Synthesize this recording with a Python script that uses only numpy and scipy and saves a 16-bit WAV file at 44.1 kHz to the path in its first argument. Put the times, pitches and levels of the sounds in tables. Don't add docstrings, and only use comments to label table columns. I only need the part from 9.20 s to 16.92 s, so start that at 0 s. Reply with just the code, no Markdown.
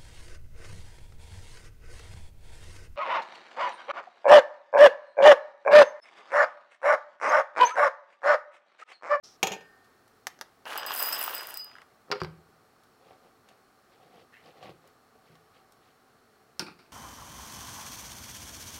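import sys
import numpy as np
from scipy import signal
from scipy.fft import rfft, irfft, next_fast_len
from scipy.io import wavfile

SR = 44100
rng = np.random.default_rng(int(sys.argv[2]) if len(sys.argv) > 2 else 0)


def digitize_waveform(pressure):
    field = np.atleast_2d(pressure).T
    bounded = np.clip(field, -1, 1)
    quanta = np.round(bounded * 32767).astype(np.int16)
    wavfile.write(sys.argv[1], SR, quanta)


N = 340452
TIME = np.arange(N) / SR
AGE = np.arange(SR) / SR


def amp(db):
    return 10 ** (np.asarray(db) / 20)


def unit(x):
    return x / np.sqrt(np.mean(x ** 2) + 1e-20)


def unit_hit(x):
    return x / np.sqrt(np.sum(x ** 2) / (SR / 100) + 1e-20)


def read(points, hz):
    f, value = np.transpose(points)
    return np.interp(np.log(hz + 1), np.log(f + 1), value)


def since(s):
    return np.maximum(TIME - s, 0)


def ramp(s, rise_s):
    return np.minimum(since(s) / max(rise_s, 1e-4), 1)


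def swell(middle_s, length_s):
    return np.cos(np.pi * np.clip((TIME - middle_s) / length_s, -.5, .5)) ** 2


def burst(s, rise_s, length_s, fall_db_per_s):
    return ramp(s, rise_s) * amp(-fall_db_per_s * since(s)) * (1 - ramp(s + length_s, rise_s))


def fade(t60):
    return np.exp(-np.log(1000) * AGE / max(t60, 1e-4))


def add(mix, s, sound):
    part = mix[round(s * SR):][:len(sound)]
    part += sound[:len(part)]


def colour(x, spectrum, tilt_db=0):
    hz = abs(np.fft.fftfreq(4096, 1 / SR))
    octaves = np.log2(np.maximum(hz, spectrum[0][0]))
    log_gain = np.log(amp(read(spectrum, hz) + tilt_db * octaves))
    taps = np.fft.ifft(np.exp(np.conj(signal.hilbert(log_gain)))).real
    return signal.oaconvolve(x, taps[:len(taps) // 2])[:len(x)]


def resonate(x, hz, width_hz):
    phasor = np.exp(2j * np.pi * np.cumsum(hz * np.ones(N)) / SR)
    pole = np.exp(-np.pi * width_hz / SR)
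    return 2 * (phasor * signal.lfilter([1 - pole], [1, -pole], x / phasor + 1e-18)).real


def ring(modes, tilt_db=0, scatter_db=2):
    offsets_db = scatter_db * rng.standard_normal(len(modes))
    return sum(amp(db + offset + tilt_db * np.log2(hz / 1500)) * fade(t60) * np.sin(2 * np.pi * hz * AGE)
               for (hz, db, t60), offset in zip(modes, offsets_db))


def knocks(blows, spectrum, modes, ring_db, snap, shiver_db, shiver_t60):
    out = np.zeros(N)
    for s, db, tilt_db, t60 in blows:
        crack = unit_hit(rng.standard_normal(SR) * fade(t60))
        shiver = unit_hit(rng.standard_normal(SR) * fade(shiver_t60))
        contact = snap * unit_hit(signal.unit_impulse(SR)) + crack + amp(shiver_db) * shiver
        body = unit_hit(colour(contact, spectrum, tilt_db))
        add(out, s, amp(db) * (body + amp(ring_db) * ring(modes, tilt_db / 2)))
    return out


def grains(spectrum, per_s, spread_db, band_hz, cycles):
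    out = np.zeros(N)
    pitches = np.geomspace(*band_hz, 32)
    for hz in pitches:
        when, chance = rng.random((int(per_s / len(pitches) * N / SR), 2)).T
        size = amp(spread_db * np.minimum(-np.log(1 - chance), 3))
        t = AGE[AGE < min(cycles / hz, .05)]
        decay = np.exp(-np.log(1000) * t * hz / cycles)
        grain = rng.choice([-1, 1]) * hz * decay * np.sin(2 * np.pi * hz * t)
        samples = (when * N).astype(int)[:, None] + np.arange(len(t))
        out += np.bincount(samples.ravel(), np.outer(size, grain).ravel(), N)[:N]
    return unit(colour(out, spectrum))


# f/Hz, T60/s
REVERB_TIMES = [(100, 0.59), (400, 0.41), (1000, 0.29), (3000, 0.35), (6000, 0.19), (12000, 0.24)]
def room(x, wet_db):
    reflections = rng.choice([-1., 1.], SR) * (rng.random(SR) < .1) * (AGE > .004)
    hz, t, spectra = signal.stft(reflections, SR, nperseg=256)
    decay = np.exp(-np.log(1000) * t / read(REVERB_TIMES, hz)[:, None])
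    tail = signal.istft(spectra * decay, SR, nperseg=256)[1]
    return x + amp(wet_db) * signal.oaconvolve(x, tail / np.linalg.norm(tail))[:N]


# f/Hz, level/dB
AIR_SPECTRUM = [(15, -49.5), (25, -10.5), (59, -18), (99, -7), (185, -10), (263, -5), (326, -13.5),
                (427, -7), (503, -11), (754, -7), (988, -13.5), (1160, -6), (2550, -22), (4250, -25.5),
                (16000, -31)]
# f/Hz, width/Hz, level/dB
FAN_BANDS = [(361, 49, -76.5), (440, 51, -76), (766, 30, -76.5), (1140, 140, -90), (4270, 590, -80.5),
             (5460, 340, -85.5)]
def room_tone():
    out = amp(-63.5) * unit(colour(rng.standard_normal(N), AIR_SPECTRUM))
    size = next_fast_len(N, True)
    bins = np.fft.rfftfreq(size, 1 / SR)
    for hz, width, db in FAN_BANDS:
        band = rfft(rng.standard_normal(size)) / (1 + (2 * (bins - hz) / width) ** 2)
        out += amp(db) * unit(irfft(band, size)[:N])
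    return out


# f/Hz, level/dB
HISS_SPECTRUM = [(1000, -26), (3200, -1), (4500, 5), (5600, 13.5), (6400, 4), (7300, -5), (11000, -14.5),
                 (15000, -39)]
def hiss():
    noise = unit(colour(rng.standard_normal(N), HISS_SPECTRUM))
    return amp(-51) * burst(.035, rise_s=.004, length_s=.13, fall_db_per_s=115) * noise


# f/Hz, level/dB
RUB_SPECTRUM = [(70, -25.5), (160, -1.5), (260, -9.5), (350, -6.5), (430, -3), (510, 5.5), (620, -5.5),
                (760, 4.5), (900, -9.5), (1200, -9.5), (1700, -27), (4000, -25)]
SWISH_SPECTRUM = [(900, -37), (1800, 2), (3000, 1), (4800, -4), (7000, -20), (15000, -23)]
# middle t/s, length/s, rub level/dB, swish level/dB
SLEEVE_STROKES = [(3.894, 0.26, -60, -68.5), (4.06, .14, -62, -73), (4.31, .16, -62.5, -71),
                  (4.733, 0.15, -63.5, -70.5), (4.843, 0.15, -58, -69), (4.974, 0.2, -56.5, -64.5),
                  (5.27, 0.16, -55, -61), (5.386, .14, -55, -66), (5.471, 0.15, -47.5, -57),
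                  (5.663, 0.13, -62, -69.5), (6.1, 0.23, -67, -70), (6.37, 0.11, -67, -65.5),
                  (6.674, .18, -69, -68.5)]
def sleeve():
    rub = grains(RUB_SPECTRUM, per_s=1500, spread_db=3, band_hz=(85.3, 4030), cycles=12.7)
    swish = grains(SWISH_SPECTRUM, per_s=2000, spread_db=3, band_hz=(1055, 15200), cycles=16)
    return sum(swell(s, length) * (amp(rub_db) * rub + amp(swish_db) * swish)
               for s, length, rub_db, swish_db in SLEEVE_STROKES)


# t/s, level/dB, tilt/(dB/octave), crack T60/s
TOUCH_IMPACTS = [(.645, -67, 7, 0.082), (.879, -65.5, 12, 0.03), (3.636, -66, 9.5, .04),
                 (3.908, -54, -4, .04), (4.288, -58, 4.5, 0.051), (5.428, -47.5, 0.5, 0.21),
                 (5.675, -63.5, 12, .02), (5.954, -59.5, -4.5, .04), (6.154, -62, 4, .03),
                 (6.522, -63, 9, 0.017)]
# f/Hz, level/dB
TOUCH_SPECTRUM = [(80, -1), (200, -20), (600, 6), (1300, -8), (3000, -8.5), (7000, -23), (16000, -41)]
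# f/Hz, level/dB, T60/s
TOUCH_RING = [(472, -8, 0.17), (756, 6.5, 0.12), (1144, 0.5, 0.17), (2940, -18, .06)]
def touches():
    return knocks(TOUCH_IMPACTS, TOUCH_SPECTRUM, TOUCH_RING,
                  ring_db=-6.5, snap=.45, shiver_db=-6, shiver_t60=.12)


def handle_squeak():
    start_s, length_s, slips_per_s = 5.118, .088, 2500
    start_hz, glide_hz_per_s = 1690, 4400
    slips = rng.standard_normal(N) * (rng.random(N) < slips_per_s / SR)
    pitch = start_hz + glide_hz_per_s * np.minimum(since(start_s), length_s)
    tone = resonate(resonate(slips, pitch, width_hz=800), pitch, width_hz=800)
    overtone = resonate(slips, pitch * 1.4, width_hz=140)
    envelope = burst(start_s, rise_s=.024, length_s=length_s, fall_db_per_s=110)
    return amp(-53) * envelope * unit(tone + .84 * overtone)


# t/s, level/dB, tilt/(dB/octave), crack T60/s
BODY_IMPACTS = [(3.0175, -33, -1, 0.077), (3.029, -53, -9, 0.056), (3.29, -58, 4.5, 0.071),
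                (5.445, -58, -1.5, 0.092), (5.495, -47.5, 3, 0.064), (6.1, -59, -1.5, 0.2)]
# f/Hz, level/dB
BODY_SPECTRUM = [(40, 11), (80, -32), (160, 11), (250, -7), (360, 7.5), (600, -11), (1500, -43),
                 (6000, -54)]
# f/Hz, level/dB, T60/s
BODY_RING = [(80, -13, .22), (128, -8, .2), (160, -12, .65), (176, -13, .17), (358, -10, .16)]
def machine_thumps():
    return knocks(BODY_IMPACTS, BODY_SPECTRUM, BODY_RING,
                  ring_db=4, snap=.78, shiver_db=-3, shiver_t60=.32)


# t/s, level/dB, tilt/(dB/octave), crack T60/s
BUTTON_IMPACTS = [(1.0695, -31, 1, 0.0092), (1.19, -56.5, -1.5, .016), (1.2122, -36.5, -1.5, 0.0042)]
# f/Hz, level/dB
BUTTON_SPECTRUM = [(100, -48), (350, -16), (750, -0.5), (1050, -7), (1700, 0), (2600, -15), (3400, -7.5),
                   (4000, -9.5), (6200, -5.5), (7500, -19), (10000, -21), (11600, -14), (13000, -25),
                   (16000, -24)]
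# f/Hz, level/dB, T60/s
BUTTON_RING = [(730, -15, .07), (790, -17, .06), (1260, -15, .045), (1690, -5, .03), (6230, -13, .035),
               (11600, -22, .07)]
def button_clicks():
    return knocks(BUTTON_IMPACTS, BUTTON_SPECTRUM, BUTTON_RING,
                  ring_db=-.5, snap=.43, shiver_db=-5, shiver_t60=.055)


# t/s, level/dB, tilt/(dB/octave), crack T60/s
HOLDER_IMPACTS = [(2.884, -57, -10, .06), (2.903, -43.5, -9.5, 0.054), (2.9152, -28.5, 3, 0.023),
                  (2.922, -29, 0.5, 0.048), (2.9275, -33, -5.5, 0.061), (2.957, -42, -9, 0.059),
                  (3.003, -44, 3.5, 0.07), (3.0168, -31.5, -1, 0.0013), (3.0345, -48, 9, 0.006),
                  (3.047, -41, 1, 0.019)]
# f/Hz, level/dB
HOLDER_SPECTRUM = [(60, -40), (160, -12), (240, -23), (420, -1), (650, 0), (1250, 9.5), (2000, 0.5),
                   (2900, -0.5), (3800, -9), (4750, 1), (6000, -17.5), (9500, -36), (12000, -30),
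                   (16000, -50)]
# f/Hz, level/dB, T60/s
HOLDER_RING = [(415, -11, .22), (517, -9, .13), (760, -11, .12), (1240, -11, .16), (1561, -17, .17),
               (2202, -26, .2), (2864, -29, .2), (4715, -9, .03)]
def portafilter():
    return knocks(HOLDER_IMPACTS, HOLDER_SPECTRUM, HOLDER_RING,
                  ring_db=0, snap=.53, shiver_db=-7.5, shiver_t60=.031)


# t/s, level/dB, tilt/(dB/octave), crack T60/s
CUP_IMPACTS = [(7.3946, -36, 7.5, 0.013), (7.3968, -37.5, -2, 0.014), (7.402, -39, -2, 0.058),
               (7.421, -39.5, -4, 0.036), (7.465, -44.5, -1.5, 0.14), (7.483, -45, -3.5, 0.035),
               (7.505, -54, -2.5, .08), (7.59, -52.5, -1, 0.52)]
# f/Hz, level/dB
CUP_SPECTRUM = [(60, -25), (190, -7), (350, 8), (550, -2), (900, 0.5), (1400, 7.5), (1900, -3.5),
                (2500, 7.5), (3100, -7.5), (4300, 1), (5300, -1), (6500, -18), (9200, -16), (16000, -36)]
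# f/Hz, level/dB, T60/s
CUP_RING = [(185, -11, .14), (361, -15, .33), (877, -11, .17), (1394, -17, .22), (2487, -23, .26),
            (4177, -17, .08), (4371, -20, .17), (4657, -24, .4), (4980, -24, .25), (9141, -27, .15)]
FOOT_RING = [(5280, 6, 0.023), (5660, 1, 0.014), (6000, -17, 0.0084)]
def cup_landing():
    out = knocks(CUP_IMPACTS, CUP_SPECTRUM, CUP_RING,
                 ring_db=1.5, snap=.089, shiver_db=-.5, shiver_t60=.11)
    for s, db, _, _ in CUP_IMPACTS[:2]:
        add(out, s, amp(db + 10) * ring(FOOT_RING, scatter_db=2.5))
    return out


# t/s, level/dB, tilt/(dB/octave), crack T60/s
DISH_IMPACTS = [(0.2291, -21, -0.65, 0.036), (0.2321, -29.5, 4, 0.022), (.238, -29, -2.5, 0.028),
                (0.271, -31.5, 2, 0.028), (0.2737, -32.5, -3, 0.077), (.305, -39.5, -5, 0.065),
                (0.3186, -34, -0.5, 0.074), (0.335, -39.5, -2, 0.097), (0.364, -47.5, -4.5, 0.032),
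                (.408, -52.5, -3, 0.079)]
# f/Hz, level/dB
DISH_SPECTRUM = [(60, -36.5), (180, -9), (270, -17), (440, -2.5), (800, -2.5), (1100, -9), (2000, -10.5),
                 (2450, 0), (3200, -5), (4800, -16.5), (6600, -4), (8500, -27), (12500, -21), (16000, -32)]
# f/Hz, level/dB, T60/s
TRAY_RING = [(400, -28, .75), (445, -19, .38), (779, -7, .15), (859, -15, .26), (910, -12, .2),
             (1257, -18, .22), (2398, -20, .14), (2448, -11, .16), (2650, -17, .17), (3266, -20, .2),
             (3445, -20, .18), (4146, -21, .25), (5276, -28, .24), (6692, -14, .12)]
AFTER_RING = [(1475, -13, 1.1), (1556, -9, 1.6), (1707, -9, 1.0), (1800, -8, 1.2), (1826, -3, 1.25),
              (4912, -9, .7)]
def dish_landing():
    out = knocks(DISH_IMPACTS, DISH_SPECTRUM, TRAY_RING,
                 ring_db=-1, snap=.13, shiver_db=-12.5, shiver_t60=.12)
    add(out, DISH_IMPACTS[0][0], amp(-45) * ring(AFTER_RING, scatter_db=1))
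    return out


# t/s, level/dB, relative twin level/dB
WALL_STRIKES = [(1.5772, -39.5, -12), (1.665, -37, -22), (1.7647, -38.5, -11), (1.792, -33, -9),
                (1.825, -31.5, -15), (1.9255, -32.5, 4.5), (2.0142, -35.5, -7), (2.1449, -39.5, -8),
                (2.1808, -42, -13), (2.3429, -41.5, -18), (2.3714, -37.5, -17), (2.396, -40, -25)]
# f/Hz, level/dB, T60/s
GLASS_RING = [(2887, -20, .4), (4956, 0, .34), (7989, -9, .23), (10605, -19, .19), (11703, -11, .18),
              (13851, -5, .17), (15385, -6, .11)]
TWIN_RING = [(2681, -11, .22), (5286, -1, .16), (8403, -5, .11), (14578, -10, .1)]
def glass_clinks():
    out = np.zeros(N)
    strongest_hz = GLASS_RING[1][0]
    for s, db, twin_db in WALL_STRIKES:
        muffle_db_per_octave = 6 * np.clip((s - 2) / .4, 0, 1)
        modes = [(hz, mode_db - muffle_db_per_octave * max(np.log2(hz / strongest_hz), 0), t60)
                 for hz, mode_db, t60 in GLASS_RING]
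        clink = ring(modes, scatter_db=1) + amp(twin_db) * ring(TWIN_RING, scatter_db=1.5)
        add(out, s, amp(db) * clink)
    return out


POUR_START_S, POUR_FULL_S, POUR_THIN_S, POUR_EMPTY_S, POUR_END_S = 1.453, 1.56, 2.03, 2.35, 2.63
LAND_S, LAND_RISE_S = 1.65, .11
def flow_db():
    swell_db_per_s, thin_db_per_s, stop_db_per_s = 19, 32.5, 170
    return -(swell_db_per_s * np.maximum(POUR_FULL_S - TIME, 0)
             + thin_db_per_s * since(POUR_THIN_S) + stop_db_per_s * since(POUR_EMPTY_S))


def bean_hit(hz):
    t60 = .006 + 8 / hz
    band = [(hz / 5, -34), (hz / 2, -20), (hz / 1.13, -3), (hz * .92, -6),
            (hz, 0), (hz * 1.6, -14), (hz * 9, -42)]
    rattle = unit_hit(rng.standard_normal(SR) * fade(t60))
    contact = unit_hit(signal.unit_impulse(SR)) + 1.6 * rattle
    return unit_hit(colour(contact, band))


# t/s, level/dB, f/Hz
BEAN_IMPACTS = [(1.5227, -39.5, 1200), (1.5562, -38.5, 1010), (1.5772, -33, 15200), (1.581, -39.5, 1120),
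                (1.632, -44.5, 2600), (1.653, -42, 1320), (1.664, -38, 14000), (1.7075, -32, 1080),
                (1.719, -39, 3250), (1.7395, -37, 11100), (1.7495, -37, 12500), (1.7618, -37, 10500),
                (1.777, -36, 13900), (1.8268, -26.5, 14900), (1.836, -41.5, 6000), (1.891, -42, 14300),
                (1.929, -35, 14500), (1.991, -36, 14000), (2.079, -32.5, 1180), (2.0955, -43, 13500),
                (2.1805, -42, 13500), (2.271, -41.5, 13800), (2.342, -39, 13400), (2.3736, -35, 14300),
                (2.445, -49, 12300), (2.515, -54.5, 1580), (2.554, -48.5, 1400), (2.565, -54.5, 1570),
                (2.585, -51, 1660), (2.618, -54, 1900)]
def hard_beans():
    out, flow = np.zeros(N), flow_db()
    for s, db, hz in BEAN_IMPACTS:
        add(out, s, amp(db) * bean_hit(hz))
    strays_per_s, stray_db, spread_db = 40, -38.5, 5
    low_hz, high_hz = 9900, 15100
    span_s = POUR_EMPTY_S - LAND_S - LAND_RISE_S
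    for when, size, pitch in rng.random((int(strays_per_s * span_s), 3)):
        s = POUR_EMPTY_S - when * span_s
        db = stray_db + flow[round(s * SR)] + spread_db * (2 * size - 1)
        snap = bean_hit(low_hz + pitch * (high_hz - low_hz))
        add(out, s, amp(db) * (snap + amp(-9) * ring(GLASS_RING)))
    return out


# f/Hz, level/dB
SLIDE_SPECTRUM = [(500, -24), (1500, 11.5), (3000, -1), (4500, 0.5), (7500, -4.5), (10000, -0.5),
                  (12000, -4), (16000, -4.5)]
PATTER_SPECTRUM = [(120, -28), (300, -13.5), (600, -2.5), (1000, 1), (1700, -3), (2200, -10.5), (2900, -1),
                   (3800, -14), (6500, -18), (9000, -37), (16000, -36)]
CRACKLE_SPECTRUM = [(3000, -26), (8500, -24), (10300, -17), (12000, -6), (14000, 7), (15300, 4.5),
                    (16200, -23)]
def bean_stream():
    slide = grains(SLIDE_SPECTRUM, per_s=12000, spread_db=-1, band_hz=(750, 15800), cycles=5)
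    patter = grains(PATTER_SPECTRUM, per_s=1400, spread_db=2, band_hz=(250, 7440), cycles=6.6)
    crackle = grains(CRACKLE_SPECTRUM, per_s=650, spread_db=5.5, band_hz=(7780, 15300), cycles=29)
    shimmer = unit(sum(amp(db) * resonate(crackle, hz, width_hz=np.log(1000) / np.pi / t60)
                       for hz, db, t60 in GLASS_RING))
    flow, landed = flow_db(), ramp(LAND_S, LAND_RISE_S)
    pouring = ramp(POUR_START_S, rise_s=.0022) * (1 - ramp(POUR_END_S, rise_s=.0092))
    pattering = patter * amp(-39 + np.maximum(flow, -20.5))
    on_glass = (crackle + amp(-1) * shimmer) * landed ** 2 * amp(-41.5 + 1.9 * flow)
    first_slip = amp(-46) * swell(middle_s=1.527, length_s=.23)
    sliding = slide * (landed * amp(-43.5 + .8 * flow) + first_slip)
    return pouring * (pattering + on_glass + sliding)


def scene():
    button = button_clicks()
    machine = portafilter() + machine_thumps()
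    fingers = touches()
    mix = room(dish_landing(), wet_db=-13) + room(cup_landing(), wet_db=-10.5)
    mix += room(button, wet_db=-16) + room(machine, wet_db=-12)
    mix += room(bean_stream() + hard_beans(), wet_db=-15) + glass_clinks()
    mix += room(sleeve() + fingers + handle_squeak(), wet_db=-12)
    low_cut = signal.butter(4, 70, "high", fs=SR, output="sos")
    return (signal.sosfilt(low_cut, mix) + room_tone() + hiss())[None]


def record(dry):
    opening = ramp(.028, rise_s=.008)
    low_pass = signal.firwin(301, 16000, window=("kaiser", 8), fs=SR)
    return signal.oaconvolve(dry * opening, low_pass[None], "same")


dry = scene()
out = record(dry)
digitize_waveform(out)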